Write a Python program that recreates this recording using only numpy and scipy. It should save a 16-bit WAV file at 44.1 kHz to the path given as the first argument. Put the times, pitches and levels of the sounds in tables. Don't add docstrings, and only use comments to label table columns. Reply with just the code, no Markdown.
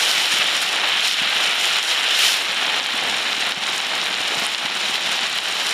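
import sys
import numpy as np
from scipy import signal
from scipy.fft import rfft, irfft
from scipy.io import wavfile
from scipy.ndimage import uniform_filter1d, minimum_filter1d

SR = 44100
rng = np.random.default_rng(int(sys.argv[2]) if len(sys.argv) > 2 else 0)


def digitize_waveform(pressure):
    field = np.atleast_2d(pressure).T
    bounded = np.clip(field, -1, 1)
    quanta = np.round(bounded * 32767).astype(np.int16)
    wavfile.write(sys.argv[1], SR, quanta)


N = 252693
TIME = np.arange(N) / SR
HZ = np.fft.rfftfreq(N, 1 / SR) + 1e-3


# time in seconds, relative level in dB.
SIZZLE_LEVEL = [(0, 3.5), (.2, 1.5), (.42, 3), (.62, 0.5), (.77, .5), (.88, 3), (1.1, 2.2), (1.42, 3),
                (1.77, 2.5), (2.02, 2), (2.2, 4.5), (2.325, 3.5), (2.42, -0.8), (2.64, 0.5), (3.3, .5),
                (3.55, -0.8), (4.68, -.5), (4.85, 0), (5.4, -0.7)]
# centre in
# seconds, half length in seconds, change of the simmer in dB.
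SIMMER_CHANGES = [(.02, 0.046, 3.5), (.84, 0.066, 3.5), (1.14, 0.037, -5.5), (1.41, 0.014, 4),
                  (2.18, .08, -0.5), (2.68, 0.03, 2.7), (3.07, .06, 3), (3.38, 0.028, -2), (4.42, 0.03, 3),
                  (5.34, 0.037, -5.5)]

def frying(simmer_db=-33, bubbling_db=-29, sizzle_db=-24.5, spray_db=-33.5, mist_db=-49):
    sound = bubbles()
    level_db, boil_db, fine_db = follow(SIZZLE_LEVEL), swells(SIMMER_CHANGES), spray_change_db()
    edges = [lowpass(hz) for hz in (300, 1200, 2400, 4400, 10500)]
    bands = np.diff(edges, axis=0, prepend=0, append=1)
    bass, simmer, bubbling, sizzle, spray, mist = (unit_rms(filtered(sound, band)) for band in bands)
    return (simmer * gain_of(0.13 * level_db + boil_db + simmer_db)
            + bubbling * gain_of(0.83 * level_db + 0.27 * boil_db + bubbling_db)
            + pan_resonance(sizzle, level_db) * gain_of(level_db + 0.083 * fine_db + sizzle_db)
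            + spray * gain_of(fine_db + spray_db)
            + mist * gain_of(1.42 * fine_db + mist_db)
            + fire_rumble(bass))


# frequency in Hz, relative level in dB.
BUBBLE_SPECTRUM = [(30, -39), (55, -32.5), (100, -21), (150, -18.5), (180, -9.5), (310, -11), (1000, -6),
                   (1400, 1), (2600, 3), (3600, 2), (4800, -9.5), (8000, -20), (10000, -24.5),
                   (14000, -39.5)]

def bubbles(band_count=15, hiss_share=0.57, fizz_share=0.43, fizz_s=0.002):
    root_pitches = np.linspace(np.sqrt(200), np.sqrt(14000), band_count)
    width = 1.68 * (root_pitches[1] - root_pitches[0])
    bands = np.exp(-.5 * ((np.sqrt(HZ) - root_pitches[:, None]) / width) ** 2) + 1e-9
    bands /= np.linalg.norm(bands, axis=0)
    steam_db = 0.76 * flutter(seconds=0.027)
    fine_db = spray_change_db()
    hiss = hiss_share * gain_of(1.05 * (fine_db - fine_db.mean()))
    fizz_decay = np.exp(-1 / (fizz_s * SR))
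    out = np.zeros(N)
    for pitch, band in zip(root_pitches ** 2, bands):
        spread_db = np.interp(pitch, [500, 3500, 8000], [2.9, 2.7, 4.5])
        per_s = np.interp(pitch, [500, 3500, 8000], [800, 1400, 800])
        clicks = bursts(per_s, spread_db)
        fizz_envelope = np.sqrt(signal.lfilter([1], [1, -fizz_decay], clicks ** 2))
        fizz = unit_rms(fizz_envelope * rng.standard_normal(N))
        crackle = unit_rms(clicks + fizz_share * fizz)
        blend = (crackle + hiss * rng.standard_normal(N)) / np.hypot(1, hiss)
        out += filtered(blend * gain_of(steam_db + 0.43 * flutter(seconds=0.011)), band)
    hz, db = np.transpose(BUBBLE_SPECTRUM)
    spectrum_db = np.interp(np.log(HZ), np.log(hz), db)
    return filtered(out, gain_of(spectrum_db + path_colour_db()))


def bursts(per_s, spread_db):
    size = gain_of(spread_db * np.minimum(rng.exponential(1, N), 6))
    return unit_rms(size * rng.choice([-1, 1], N) * (rng.random(N) < per_s / SR))


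# centre in
# seconds, half length in seconds, change of the spray in dB.
SPRAY_CHANGES = [(.06, 0.18, 7.5), (.34, 0.04, 4), (.61, 0.096, 4.5), (1.08, 0.06, 6.5), (1.41, 0.044, 2),
                 (1.66, 0.08, 4), (1.89, 0.062, 5), (2.265, 0.094, 9.5), (3.32, 0.027, 1), (3.76, .04, 2.5),
                 (4.06, 0.032, -0.5), (4.44, 0.079, 3), (4.72, 0.03, -3), (4.86, 0.13, 2), (5.12, 0.049, 2),
                 (5.7, 0.17, 4)]

def spray_change_db(sizzle_share=0.48):
    return swells(SPRAY_CHANGES) + sizzle_share * follow(SIZZLE_LEVEL)


def pan_resonance(sizzle, level_db, centre_hz=3100, width_hz=1260):
    core = filtered(sizzle, bump(centre_hz, width_hz))
    emphasis = gain_of(0.35 * level_db - 0.5)
    return core * emphasis + (sizzle - core) / emphasis


# centre in Hz, width in Hz, boost in dB.
PATH_RESONANCES = [(770, 260, 4), (3050, 380, 3.2), (3980, 450, 3), (5500, 650, 4.2), (7080, 600, 5.7),
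                   (8820, 750, 6.3), (10720, 900, 7), (12800, 1050, 9.5), (14600, 550, 7), (15350, 380, 6)]

def path_colour_db():
    return sum(db * bump(hz, width_hz) for hz, width_hz, db in PATH_RESONANCES)


# time in seconds, relative level in dB, pitch in Hz.
FAT_SPITS = [(.1143, 3.5, 4060), (.2582, 2, 3500), (.414, -4, 3300), (1.0824, 2, 3800), (1.1134, 1, 3300),
             (1.2328, -2, 2600), (1.532, 1, 3000), (1.7885, 1.5, 3100), (1.8288, -2.5, 5330),
             (1.829, -16, 11000), (1.9137, 1, 2600), (2.0783, -1.5, 3400), (2.4235, -23, 11000),
             (2.7996, 3, 2920), (2.8302, -12, 6500), (2.8618, 2.5, 2980), (2.9783, -18, 7660),
             (3.3307, 3, 3340), (3.5215, 4, 3000), (3.6702, -15, 7240), (3.7802, -8, 7200),
             (3.8033, -0.5, 2980), (4.0157, -4, 4600), (4.0704, -3, 2900), (4.1423, 0, 3360),
             (4.4666, 0, 2220), (4.4665, -6, 9200), (4.5483, 3.5, 3200), (4.6602, 4.5, 2500),
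             (4.701, -4, 3180), (4.9576, 2.5, 3240), (5.0913, -18, 8700), (5.192, 2, 2700),
             (5.2971, -17, 7500), (5.3874, 3.5, 2980)]

def spits(half_length_s=0.00011, level_db=-4.5, echo_gain=0.34, echo_s=0.0012):
    out = np.zeros(N)
    for s, db, hz in FAT_SPITS:
        phase, path = rng.uniform(-0.93, 1, 2)
        delay_s = echo_s * (1 + 0.25 * path)
        for bounce in range(3):
            snap = wavelet(s + bounce * delay_s, hz, half_length_s, phase)
            out += gain_of(db) * echo_gain ** bounce * snap
    bass_cut = 1 - lowpass(710)
    return filtered(out, gain_of(level_db + path_colour_db()) * bass_cut)


# time in seconds, peak level in dB, pitch in Hz.
DULL_KNOCKS = [(.185, -33, 240), (.340, -31, 208), (.397, -34, 192), (1.220, -28, 205.3), (1.362, -34, 233),
               (2.945, -28, 252), (3.10, -43, 105), (3.381, -29, 300), (3.578, -26.5, 202),
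               (4.322, -23, 457), (4.378, -34, 150), (4.423, -25.5, 244), (4.652, -26, 208),
               (4.898, -30, 263), (4.923, -50, 95)]

def knocks(half_length_cycles=0.55):
    return sum(gain_of(db) * wavelet(s, hz, half_length_cycles / hz, rng.uniform(0, 2 * np.pi))
               for s, db, hz in DULL_KNOCKS)


# time in seconds, level at the microphone in dB.
FIRE_LEVEL = [(0, -49), (2.3, -50.5), (2.85, -47.5), (3.1, -42.5), (3.35, -47), (4.5, -46.5), (5.73, -48)]

def fire_rumble(bass):
    return bass * gain_of(follow(FIRE_LEVEL))


def gain_of(db):
    return 10 ** (np.asarray(db) / 20)


def unit_rms(x):
    return x / np.sqrt(np.mean(x ** 2) + 1e-20)


def follow(rows):
    return np.interp(TIME, *np.transpose(rows))


def swells(rows):
    return sum(db * np.exp(-.5 * ((TIME - s) / half_length_s) ** 2) for s, half_length_s, db in rows)


def filtered(x, gain):
    return irfft(rfft(x) * gain, N)


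def lowpass(hz):
    return 1 / (1 + (HZ / hz) ** 16)


def bump(hz, width_hz):
    return .5 ** ((2 * (HZ - hz) / width_hz) ** 2)


def flutter(seconds):
    return unit_rms(filtered(rng.standard_normal(N), np.exp(-(HZ * seconds) ** 2)))


def wavelet(s, hz, half_length_s, phase):
    out = np.zeros(N)
    near = slice(*np.searchsorted(TIME, [s - 4 * half_length_s, s + 4 * half_length_s]))
    t = TIME[near] - s
    out[near] = np.exp(-.5 * (t / half_length_s) ** 2) * np.cos(2 * np.pi * hz * t + phase)
    return out


def limiter(x, threshold=0.63, hold_s=0.015, recovery_db_per_s=34, attack_samples=30):
    over_db = 20 * np.log10(abs(signal.hilbert(x)) / threshold + 1e-9)
    half_hold = int(hold_s * SR / 2) + attack_samples
    held_db = -minimum_filter1d(-over_db, 2 * half_hold + 1, origin=half_hold - attack_samples // 4)
    recovery_db = TIME * recovery_db_per_s
    dip_db = np.maximum(np.maximum.accumulate(held_db + recovery_db) - recovery_db, 0)
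    return x / gain_of(uniform_filter1d(dip_db, attack_samples))


def scene():
    return (frying() + spits() + knocks())[None]


def record(dry, cutoff_hz=15620):
    roll_off = signal.firwin(511, cutoff_hz, window=("kaiser", 9), fs=SR)
    return signal.oaconvolve(limiter(dry[0]), roll_off, "same")[None]


dry = scene()
out = record(dry)
digitize_waveform(out)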